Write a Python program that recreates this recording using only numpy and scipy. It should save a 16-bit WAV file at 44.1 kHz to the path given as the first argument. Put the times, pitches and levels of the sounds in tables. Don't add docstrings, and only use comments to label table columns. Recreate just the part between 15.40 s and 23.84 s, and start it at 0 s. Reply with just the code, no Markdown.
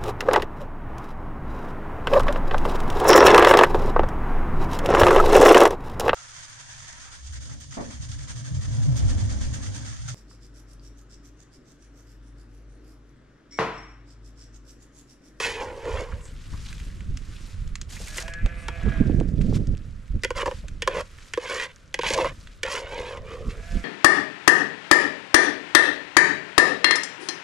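import sys
import numpy as np
from scipy import signal
from scipy.fft import rfft, irfft, next_fast_len
from scipy.io import wavfile
from scipy.ndimage import uniform_filter1d, map_coordinates

SR = 44100
rng = np.random.default_rng(int(sys.argv[2]) if len(sys.argv) > 2 else 0)


def wav_out(sig):
    wavfile.write(sys.argv[1], SR, np.round(np.clip(np.atleast_2d(sig).T, -1, 1) * 32767).astype(np.int16))


N = 372204
TIME = np.arange(N) / SR

# t/s, bottom/dB, wall/dB
LADLE_STROKES = [
    [(0.0, -34, -30), (0.04, -38.5, -30.5), (0.1, -34, -34), (0.156, -41, -38.5), (0.215, -33.5, -36.5),
     (0.265, -39, -44.5), (0.334, -40, -54), (0.35, -42, -52)],
    [(0.35, -40, -52), (0.44, -39.5, -51.5), (0.484, -31, -44), (0.506, -35, -40), (0.602, -36, -40.5),
     (0.622, -40, -43.5), (0.7, -44.5, -52), (0.92, -56, -66)],
    [(5.998, -54, -45), (6.053, -35.5, -34), (6.085, -51, -38.5), (6.099, -34, -32.5), (6.231, -39, -31),
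     (6.265, -44, -40.5), (6.28, -56, -57), (6.32, -57, -49.5)],
    [(6.64, -31, -32.5), (6.682, -46, -31.5), (6.715, -44, -31), (6.75, -35, -36), (6.79, -24, -36.5),
     (6.814, -21.5, -29.5), (6.836, -31, -38.5), (6.868, -20, -35.5), (6.89, -51, -39), (6.93, -47, -60)],
    [(7.25, -34.5, -38), (7.368, -37.5, -29), (7.428, -42, -46), (7.604, -34, -41), (7.682, -36, -40.5),
     (7.788, -40.5, -51), (7.81, -55, -72)],
    [(7.81, -49.5, -62.5), (7.94, -37.5, -42), (7.99, -41.5, -58), (8.082, -44, -61), (8.106, -50, -42),
     (8.2, -50, -83)],
]
# t/s, length/s, bottom/dB, wall/dB
LADLE_FLICKS = [(4.948, 0.075, -31, -34), (5.055, 0.02, -20, -32.5), (5.461, 0.093, -36.5, -42.5),
                (5.543, 0.069, -29.5, -36)]
# t/s, length/s, level/dB
EDGE_CATCHES = [(0.026, 0.033, -30.5), (0.058, 0.021, -33.5), (6.61, 0.016, -36), (6.665, 0.01, -29.5),
                (6.685, 0.0059, -27), (6.725, 0.0045, -30), (6.734, 0.013, -26.5), (6.777, 0.003, -25.5)]
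# t/s, bottom/Hz, hollow/Hz, lowest wall mode/Hz
POT_TONES = [(0, 470, 1005, 1497), (0.348, 490, 900, 1300), (.56, 506, 966, 1405), (5.001, 525, 1000, 1402),
             (6.24, 476, 1065, 1531), (6.681, 518, 961, 1596), (6.869, 535, 1056, 1412),
             (7.35, 520.4, 1020, 1434), (7.62, 500, 926, 1532), (7.948, 478.5, 1170, 1458)]
# f/Hz, width/Hz, level/dB
WALL_MODES = [(1440, 103, 1.5), (1648, 220, 2.5), (1910, 500, 1), (2476, 300, 0), (2887, 400, -2.5),
              (3540, 1140, -10.5)]
# f/Hz, width/Hz, level/dB
GRIT_MODES = [(4150, 770, 0.5), (4810, 710, 3.5), (5440, 400, 4), (6550, 1030, 0), (7610, 890, -2),
              (9650, 1420, -9)]
# f/Hz, left-right/dB
POT_PAN = [(500, -0.88), (1500, -2.1), (4200, -1.7), (12000, 1.5)]
# f/Hz, left lead/rad
POT_LEAD = [(400, 0.053), (1600, -0.3), (3200, -0.81), (5500, -0.5), (12000, -0.52)]

# t/s, level/dB
SIMMER_LEVEL = [(0, -58), (3, -67), (4.5, -66.5), (5.35, -65.5), (5.84, -56.5), (6.4, -66), (7.1, -82),
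                (8.44, -52)]
# centre/s, length/s, level/dB
STIR_SWELLS = [(1.298, 0.32, -52.5), (2.02, 0.28, -55.5), (3.46, 0.5, -59), (4.02, 0.0082, -51),
               (4.117, 0.16, -59), (4.159, 0.022, -43.5), (5.12, 0.15, -54.5), (6.966, 0.28, -58.5),
               (8.376, 0.49, -71)]
# f/Hz, level/dB
FIZZ_SPECTRUM = [(400, -13), (800, -1), (1300, 5), (2200, 3), (4000, -1), (7500, -1), (11500, -12),
                 (15000, -45)]
# f/Hz, level/dB
YARD_SPECTRUM = [(30, 18.5), (150, 15.5), (300, 6), (550, 7), (820, -6), (1300, 5.5), (2200, -0.5),
                 (4000, -10.5), (7500, -66)]

# t/s, rumble/dB
WIND_LEVEL = [(0, -45), (.42, -47), (.55, -38.5), (1.5, -34.5), (1.75, -32), (2.1, -38.5), (2.9, -36.5),
              (3.38, -33.5), (3.65, -26.5), (4.15, -24.5), (4.55, -37.5), (5.4, -36), (5.8, -47),
              (6.55, -56), (6.7, -47), (7.2, -43.5), (7.7, -41.5), (8.44, -35)]
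# centre/s, length/s, rumble/dB, buffet/dB
WIND_GUSTS = [(0.546, 0.083, -29.5, -65), (0.742, 0.015, -24, -46.5), (1.125, 0.042, -33.5, -41.5),
              (1.72, 0.063, -25, -60), (2.248, 0.12, -29, -68), (3.048, 0.033, -21, -37.5),
              (3.471, 0.037, -18.5, -23.5), (3.613, 0.013, -15.5, -16), (3.758, 0.17, -23.5, -25),
              (4.087, 0.13, -23, -23), (4.3, 0.072, -22.5, -31.5), (4.706, 0.0099, -14.5, -57),
              (4.753, 0.021, -18.5, -31), (6.806, 0.27, -41.5, -45.5), (8.075, 0.028, -25, -34),
              (8.363, 0.046, -21.5, -32)]
# t/s, level/dB
WIND_SLAPS = [(3.462, -22), (3.619, -27.5), (3.696, -17.5), (3.811, -21), (4.127, -26)]
# t/s, left-right/dB
WIND_PAN = [(0, -1), (.6, -6.5), (1.15, 3.5), (1.7, -5), (3.05, -3), (3.5, -9), (5.3, -3.5), (7.5, 0.5),
            (8.4, -6.5)]
# f/Hz, level/dB
RUMBLE_SPECTRUM = [(12, -5), (28, 9.5), (55, 2), (95, -1.5), (130, -11), (200, -17.5), (400, -105)]
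# f/Hz, level/dB
BUFFET_SPECTRUM = [(60, -61), (110, 2), (160, 0.5), (250, -5.5), (400, -18), (600, -26.5), (900, -52),
                   (2000, -68), (5000, -99)]

# t/s, mid/dB, treble/dB
FIRE_SNAPS = [(0.454, -53.5, -66), (1.328, -55.5, -60.5), (1.399, -59, -66), (1.606, -59.5, -70),
              (1.772, -57, -54), (2.276, -69, -65), (2.355, -50.5, -50), (2.414, -56.5, -49),
              (2.824, -55, -51), (2.937, -52, -54.5), (3.06, -49, -57), (3.8, -56, -61.5),
              (4.012, -56.5, -75), (4.27, -67, -61.5), (4.371, -67, -71), (5.282, -57, -59),
              (5.785, -59.5, -74), (7.072, -57, -69)]
# t/s, f/Hz, level/dB
LUMP_PLOPS = [(.717, 1440, -42), (1.132, 1150, -48), (1.284, 3500, -48), (2.564, 2180, -43.5),
              (2.601, 550, -44), (2.673, 2150, -42.5), (2.832, 710, -46.5), (3.056, 613, -40.5),
              (5.235, 530, -49)]
# centre/s, length/s, f/Hz, level/dB
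STEAM_JETS = [(0.854, 0.047, 7700, -53.5), (3.213, 0.054, 8800, -59)]
# t/s, level/dB
RICE_LEVEL = [(2.49, -51), (2.51, -44), (2.58, -45), (2.66, -41.5), (2.75, -46), (2.805, -40), (2.84, -51),
              (2.9, -51), (2.96, -75)]
# f/Hz, level/dB
RICE_SPECTRUM = [(300, 2), (900, 2.5), (2200, 3.5), (6500, 5.5), (9500, -0.5), (12500, -9), (15000, -31)]

# t/s, pitch/Hz, level/dB, roughness/0-1, low formant lift/dB, high formant lift/dB
GOAT_BLEATS = [
    [(2.68, 150.1, -50.5, 0.42, -4, -2), (2.78, 159.2, -41, 0.56, -4, -3.5),
     (2.86, 165, -43.5, 0.3, 4.5, -4), (2.94, 168.2, -43.5, 0.05, 1, 0),
     (3.04, 170.2, -43.5, 0.23, -4, 2.5), (3.12, 170.2, -40.5, 0.32, -7, -5),
     (3.36, 168.9, -41, 0.34, 5.5, -12), (3.43, 168, -41, 0.7, 1, -6), (3.52, 165.5, -38, 0.67, 3, 0.5),
     (3.61, 163.5, -39.5, 0.86, 4, -2), (3.69, 158, -49.5, 0.46, 3, 1), (3.9, 139.3, -57, 0.49, 6, -3)],
    [(8.13, 159.3, -47, 0.85, -7, -3), (8.22, 165.5, -45, 0.65, 4, -6), (8.3, 171.4, -47.5, 0.32, 10, -1),
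     (8.44, 169.8, -43, 0.3, 2, -7)],
]
# f/Hz, level/dB
THROAT_SPECTRUM = [(170, 4), (340, -5), (510, 3), (600, 12), (680, 6), (850, -29), (1150, -4), (1350, -1),
                   (1520, 6.5), (1680, 17), (1750, 7), (1900, 4.5), (2200, 2.5), (2400, 3.5), (2550, 1),
                   (2850, -6.5), (3500, -20)]
# f/Hz, width/Hz
THROAT_FORMANTS = [(640, 180), (1690, 410)]
# f/Hz, level/dB
RASP_SPECTRUM = [(350, -14), (600, 26.5), (900, 14.5), (1350, 28), (1700, 4), (2300, 6), (2900, 16),
                 (3800, 15), (6000, -35)]

# t/s, bottom/dB, hollow/dB, wall/dB, clank/Hz
LADLE_KNOCKS = [(2.781, -39, -42.5, -29, 2000), (2.879, -43.5, -43, -36.5, 1750),
                (3.282, -39, -34, -31, 1450), (4.834, -33.5, -46, -25, 1950),
                (4.845, -26, -38, -23.5, 2040), (4.904, -25, -29.5, -31.5, 1510),
                (5.026, -26, -30, -41, 2070), (5.057, -36, -24.5, -32.5, 1800),
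                (5.077, -25, -27, -46.5, 1790), (5.111, -30, -36, -40, 1820),
                (5.42, -32.5, -41, -25.5, 1840), (5.474, -20.5, -19, -23.5, 1680),
                (5.935, -43.5, -43, -28, 1800), (5.973, -19, -31, -36.5, 1680),
                (6.541, -36, -39, -24.5, 1990), (6.589, -23.5, -27.5, -30.5, 2480),
                (6.632, -31.5, -27.5, -32.5, 1450), (6.703, -24, -43, -26.5, 2000),
                (6.785, -23.5, -23, -38, 2020), (6.844, -27, -24, -34, 1970),
                (7.231, -31.5, -43, -24, 1810), (7.771, -46, -39, -43, 1900)]
# f/Hz, width/Hz, level/dB
RIM_MODES = [(1900, 28, -11), (2939, 16, -5), (3270, 16, 2)]

BOTTOM_WIDTH_HZ, HOLLOW_WIDTH_HZ = 119, 224
TOUCH_DB = -31.5


def from_db(db):
    return 10 ** (np.asarray(db) / 20)


def unit_rms(x):
    return x / np.sqrt(np.mean(x ** 2) + 1e-20)


def unit_energy(x):
    return x / np.sqrt(np.sum(x ** 2) + 1e-20)


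def in_time(rows):
    times, *columns = np.transpose(rows)
    return [np.interp(TIME, times, column) for column in columns]


def during(rows, fade_s):
    return np.clip(np.minimum(TIME - rows[0][0], rows[-1][0] - TIME) / fade_s + .5, 0, 1)


def swell(centre_s, length_s):
    return 2 ** (-2 * ((TIME - centre_s) / length_s) ** 2)


def burst(t, length_s, attack_s, release_s):
    return np.clip(t / attack_s, 0, 1) * np.exp(-np.clip(t - length_s, 0, 1) / release_s)


def add(track, start_s, sound):
    i = max(round(start_s * SR), 0)
    track[i:i + len(sound)] += sound[:N - i]


def noise(size=N):
    return rng.standard_normal(size)


def drift(rate_hz):
    hop, settle = 40, 2000
    r = np.exp(-2 * np.pi * rate_hz * hop / SR)
    slow = signal.lfilter([1], [1, -2 * r, r * r], noise(N // hop + settle + 2))[settle:]
    return np.interp(np.arange(N) / hop, np.arange(len(slow)), unit_rms(slow))


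def grains(per_s, spread_db):
    sizes = from_db(spread_db * np.minimum(rng.exponential(1, N), 4)) * rng.choice([-1, 1], N)
    return sizes * (rng.random(N) < per_s / SR)


def stereo(draw, correlation):
    mid = np.sqrt((1 + correlation) / 2) * draw()
    side = np.sqrt((1 - correlation) / 2) * draw()
    return np.array([mid + side, mid - side])


def at_hz(spectrum, hz):
    points_hz, values = np.transpose(spectrum)
    return np.interp(np.log(np.maximum(hz, 1)), np.log(points_hz), values)


def colour(x, spectrum):
    size = next_fast_len(N)
    gain = from_db(at_hz(spectrum, np.fft.rfftfreq(size, 1 / SR)))
    return unit_rms(irfft(rfft(x, size) * gain, size)[..., :N])


def patchy(x, depth_db, rate_hz):
    size, octaves_hz = next_fast_len(N), 375 * 2 ** np.arange(7)
    hz, spectrum = np.fft.rfftfreq(size, 1 / SR), rfft(x, size)
    out = 0
    for row in np.eye(len(octaves_hz)):
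        share = np.interp(np.log(hz + 1), np.log(octaves_hz), row)
        out += irfft(spectrum * share, size)[..., :N] * from_db(depth_db * drift(rate_hz))
    return unit_rms(out)


def band(x, low_hz, high_hz, order=2):
    sos = signal.butter(order, [low_hz, high_hz], "band", fs=SR, output="sos")
    return signal.sosfilt(sos, x + 1e-18)


def resonance(x, hz, width_hz):
    carrier = np.exp(2j * np.pi * np.cumsum(hz * np.ones(len(x))) / SR)
    r = np.exp(-np.pi * width_hz / SR)
    return np.real(carrier * signal.lfilter([(1 - r) ** 2], [1, -2 * r, r * r], x / carrier + 1e-18))


def modes(x, table):
    out = 0
    for k, (hz, width_hz, db) in enumerate(table):
        r = np.exp(-np.pi * width_hz / SR)
        gain = (-1) ** k * from_db(db) * (1 - r * r) / 2
        poles = [1, -2 * r * np.cos(2 * np.pi * hz / SR), r * r]
        out += gain * signal.lfilter([1, 0, -1], poles, x + 1e-18)
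    return out


def pot_voices(bowl_force, edge_force, bottom_hz, hollow_hz, wall_hz):
    bottom = resonance(bowl_force, bottom_hz, BOTTOM_WIDTH_HZ)
    hollow = resonance(bowl_force, hollow_hz, HOLLOW_WIDTH_HZ)
    wall = band(modes(edge_force, WALL_MODES), 1260, 5400)
    read_at = np.cumsum(wall_hz * np.ones(len(wall)) / WALL_MODES[0][0])
    wall = map_coordinates(wall, [read_at], order=1, mode="mirror")
    grit = band(modes(edge_force, GRIT_MODES), 2500, 12800)
    return bottom, hollow, wall, grit


def grit_db(wall_db):
    return TOUCH_DB - 8.5 + 1.22 * (wall_db - TOUCH_DB)


def ladle_pressure_db():
    gain = sum(during(stroke, 0.0037) * from_db(in_time(stroke)) for stroke in LADLE_STROKES)
    for start_s, length_s, *db in LADLE_FLICKS:
        gain += from_db(db)[:, None] * burst(TIME - start_s, length_s, attack_s=0.025, release_s=0.008)
    catches = np.zeros(N)
    for start_s, length_s, db in EDGE_CATCHES:
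        envelope = burst(TIME[:SR // 10], length_s, attack_s=0.00039, release_s=0.004)
        add(catches, start_s, from_db(db) * envelope)
    return 20 * np.log10(np.array([gain[0], np.hypot(gain[1], catches)]) + 1e-9)


def stick_slip(judder_hz=109.9, depth_db=7):
    cycles = np.cumsum(judder_hz * from_db(3 * drift(40))) / SR
    return from_db(-depth_db * (cycles % 1))


def bending_waves(force, lap_s=.0042, travel=0.1065, return_gain=0.4):
    out = force
    for share in 1, .618, .382:
        delay = lap_s * share * SR * (1 + travel * drift(2.59))
        out = out + return_gain * map_coordinates(out, [np.arange(N) - delay], order=1)
    return out


def scraping(wander=.04, flicker_db=2.5, trims_db=(-.5, -1, -.5, -1)):
    bottom_db, wall_db = ladle_pressure_db()
    drive_db = 0.63 * bottom_db + 0.37 * wall_db
    hollow_db = TOUCH_DB - 2 + 1.1 * (drive_db - TOUCH_DB)
    levels_db = bottom_db, hollow_db, wall_db, grit_db(wall_db)
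    tones_hz = [hz * (1 + wander * drift(6)) for hz in in_time(POT_TONES)]
    jerks = stick_slip()
    bowl, edge = (jerks * grains(per_s=1300, spread_db=2) for _ in range(2))
    voices = pot_voices(bowl, bending_waves(edge), *tones_hz)
    out = 0
    for voice, db, trim_db in zip(voices, levels_db, trims_db):
        steady = voice / np.sqrt(uniform_filter1d(voice ** 2, size=900) + 1e-12)
        out += steady * from_db(db + trim_db + flicker_db * drift(16.8))
    return out


def place_pot(x):
    size = next_fast_len(N + SR // 10)
    hz = np.fft.rfftfreq(size, 1 / SR)
    left = from_db(at_hz(POT_PAN, hz) / 2) * np.exp(.5j * at_hz(POT_LEAD, hz))
    return irfft(rfft(x, size) * np.array([left, 1 / left]), size)[:, :N]


def yard_echo(x, t60_s, first_s=0.01):
    t = TIME[:SR // 2]
    reflections = noise((2, len(t))) * (rng.random((2, len(t))) < .03) * (t > first_s)
    response = band(reflections * from_db(-60 * t / t60_s), 630, 3000, order=1)
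    return signal.fftconvolve(x[None], np.sqrt(2) * unit_energy(response), axes=1)[:, :N]


def bubbles(per_s, low_hz, high_hz, cycles):
    bursts, pitch_index = grains(per_s, 5), rng.integers(0, 12, N)
    return unit_rms(sum(modes(bursts * (pitch_index == k), [(hz, hz / cycles, 0)])
                        for k, hz in enumerate(np.geomspace(low_hz, high_hz, 12))))


def simmering(pops_db=-9, rustle_db=-0.5, ticks_db=-67.5):
    stir_power = sum((from_db(db) * swell(centre_s, length_s)) ** 2
                     for centre_s, length_s, db in STIR_SWELLS)
    gain = np.sqrt(from_db(in_time(SIMMER_LEVEL)[0]) ** 2 + stir_power)
    fizz = colour(stereo(lambda: grains(12000, 2.5), .6), FIZZ_SPECTRUM)
    fizz = patchy(fizz, depth_db=1.7, rate_hz=14)
    pops = bubbles(130, 1100, 3600, cycles=6)
    ticks = band(bubbles(45, 1500, 7000, cycles=5), 1000, 7500)
    clumps = grains(2500, 3) * from_db(2.5 * drift(40))
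    rustle = patchy(band(clumps, 1400, 6000), depth_db=3.5, rate_hz=25)
    cauldron = fizz + from_db(pops_db) * pops + from_db(rustle_db) * rustle
    return gain * cauldron + from_db(ticks_db) * ticks


def yard_air(level_db=-55.5):
    return from_db(level_db) * colour(stereo(noise, 0.58), YARD_SPECTRUM)


def wind_gains(breeze_db=-36, buffet_offset_db=-14.5):
    rumble_db, = in_time(WIND_LEVEL)
    buffet_db = rumble_db + buffet_offset_db + np.maximum(rumble_db - breeze_db, 0)
    power = from_db([rumble_db, buffet_db]) ** 2
    for centre_s, length_s, *db in WIND_GUSTS:
        power += (from_db(db)[:, None] * swell(centre_s, length_s)) ** 2
    return np.sqrt(power)


def wind(slap_decay_s=0.01):
    lumps = unit_rms(from_db(5 * np.tanh(.8 * drift(22))))
    out = 0
    for spectrum, gain in zip((RUMBLE_SPECTRUM, BUFFET_SPECTRUM), wind_gains()):
        eddies = colour(stereo(noise, 0.91), spectrum)
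        local_rms = np.sqrt(uniform_filter1d(np.mean(eddies ** 2, axis=0), size=3500))
        out += gain * lumps * eddies / local_rms
    slap_envelope = np.zeros(N)
    for start_s, db in WIND_SLAPS:
        add(slap_envelope, start_s, from_db(db) * np.exp(-TIME[:SR // 8] / slap_decay_s))
    slaps = slap_envelope * unit_rms(band(noise(), 183, 480, order=3))
    out += band(slaps, 79, 910)
    pan_db, = in_time(WIND_PAN)
    sides = from_db([pan_db / 2, -pan_db / 2])
    return out * sides / np.mean(sides, axis=0)


def snapping(crack_s=0.003, tail_s=0.018, tail_db=-23, level_window_s=0.14):
    out, t = np.zeros(N), TIME[:SR // 16]
    envelope = np.exp(-t / crack_s) + from_db(tail_db) * np.exp(-t / tail_s)
    for start_s, mid_db, treble_db in FIRE_SNAPS:
        crack = noise(len(t)) * envelope
        mid = from_db(mid_db) * unit_energy(band(crack, 1320, 3070))
        treble = from_db(treble_db) * unit_energy(band(crack, 4250, 7630, order=3))
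        add(out, start_s, (mid + treble) * np.sqrt(level_window_s * SR))
    return out


def plopping(length_s=0.0017, attack_s=0.0011, release_s=0.011):
    out, t = np.zeros(N), TIME[:SR // 16]
    for start_s, hz, db in LUMP_PLOPS:
        impact = noise(len(t)) * burst(t, length_s, attack_s, release_s)
        pocket = unit_energy(resonance(impact, hz, width_hz=0.47 * hz))
        add(out, start_s, from_db(db) * pocket * np.sqrt((length_s + release_s) * SR))
    return out


def sizzling(width_hz=1800):
    return sum(from_db(db) * swell(centre_s, length_s) * unit_rms(resonance(noise(), hz, width_hz))
               for centre_s, length_s, hz, db in STEAM_JETS)


def sliding_rice(froth_db=-4, lumps_db=3):
    level_db, = in_time(RICE_LEVEL)
    patter = colour(stereo(lambda: grains(14000, 2.5), 0.8), RICE_SPECTRUM)
    froth = from_db(froth_db) * bubbles(1500, 1800, 8000, cycles=7)
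    gain = during(RICE_LEVEL, .01) * from_db(level_db + lumps_db * drift(32))
    return gain * unit_rms(patter + froth)


def goat(wobble=0.0034, jitter=0.025, flicker_db=2):
    pitch_hz, level_db, rough, *lifts_db = in_time([row for bleat in GOAT_BLEATS for row in bleat])
    waver = 1 + wobble * drift(15.4) + jitter * rough ** 2 * drift(57.5)
    phase = 2 * np.pi * np.cumsum(pitch_hz * waver) / SR
    gate = sum(during(bleat, 0.015) for bleat in GOAT_BLEATS)
    live, buzz = gate > 0, np.zeros(N)
    for k in range(1, 21):
        hz = k * pitch_hz[live]
        nearness = [2 ** -((2 * (hz - centre_hz) / width_hz) ** 2)
                    for centre_hz, width_hz in THROAT_FORMANTS]
        lift_db = sum(db[live] * near for db, near in zip(lifts_db, nearness))
        blur_rad = (.1 + 1.3 * rough[live] ** 2) * (1 - .7 * sum(nearness)) * drift(45)[live]
        flutter_db = flicker_db * (1 - .5 * sum(nearness)) * drift(14)[live]
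        gain = from_db(at_hz(THROAT_SPECTRUM, hz) + lift_db + flutter_db)
        buzz[live] += gain * np.cos(k * phase[live] + blur_rad + 2 * np.pi * rng.random())
    buzz[live] = 0.9 * unit_rms(buzz[live])
    breath = colour(noise(), RASP_SPECTRUM) * (1 + np.cos(phase)) * from_db(3 * drift(45))
    shimmer = 1 + (.1 + .5 * rough) * drift(60)
    voice = buzz * shimmer + (.06 + .55 * rough ** 2) * breath
    return gate * from_db(level_db) * voice / (1 + rough ** 2)


def knocking(contacts_per_s=4000, chatter_s=0.0042, tail_s=0.03, tail_db=-29, level_window_s=0.009):
    out, t = np.zeros(N), TIME[:SR // 6]
    envelope = np.exp(-t / chatter_s) + from_db(tail_db) * np.exp(-t / tail_s)
    times, *tones_hz = np.transpose(POT_TONES)
    for start_s, bottom_db, hollow_db, wall_db, clank_hz in LADLE_KNOCKS:
        contacts = noise(len(t)) * (rng.random(len(t)) < contacts_per_s / SR)
        contacts[0] = 2
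        force = contacts * envelope
        struck_hz = [np.interp(start_s, times, hz) * (1 + .025 * rng.normal()) for hz in tones_hz]
        bottom, hollow, wall, grit = pot_voices(force, force, *struck_hz)
        low_tone = from_db(-9.5) * unit_energy(resonance(force, 0.796 * struck_hz[0], BOTTOM_WIDTH_HZ))
        clank = from_db(-2.5) * unit_energy(resonance(force, clank_hz, width_hz=175))
        rim = from_db(-15) * unit_energy(modes(force, RIM_MODES))
        bottom = band(unit_energy(bottom) + low_tone, 296, 576, order=3)
        hollow = band(hollow, 720, 1430)
        wall = unit_energy(band(wall, 1750, 8200)) + clank + rim
        voices = (bottom, bottom_db), (hollow, hollow_db), (wall, wall_db), (grit, grit_db(wall_db))
        blow = sum(from_db(db) * unit_energy(voice) for voice, db in voices)
        add(out, start_s + 0.000986, blow * np.sqrt(level_window_s * SR))
    return out


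def scene():
    near = scraping() + knocking() + snapping() + plopping()
    front = place_pot(near) + from_db(-24.5) * yard_echo(near, t60_s=0.17)
    bleat = goat()
    far = bleat * from_db([[-.5], [.5]]) + from_db(-11) * yard_echo(bleat, t60_s=.4)
    return front + simmering() + yard_air() + wind() + sizzling() + sliding_rice() + far


def record(dry):
    return signal.sosfilt(signal.ellip(10, .1, 80, 15300, fs=SR, output="sos"), dry)


dry = scene()
out = record(dry)
wav_out(out)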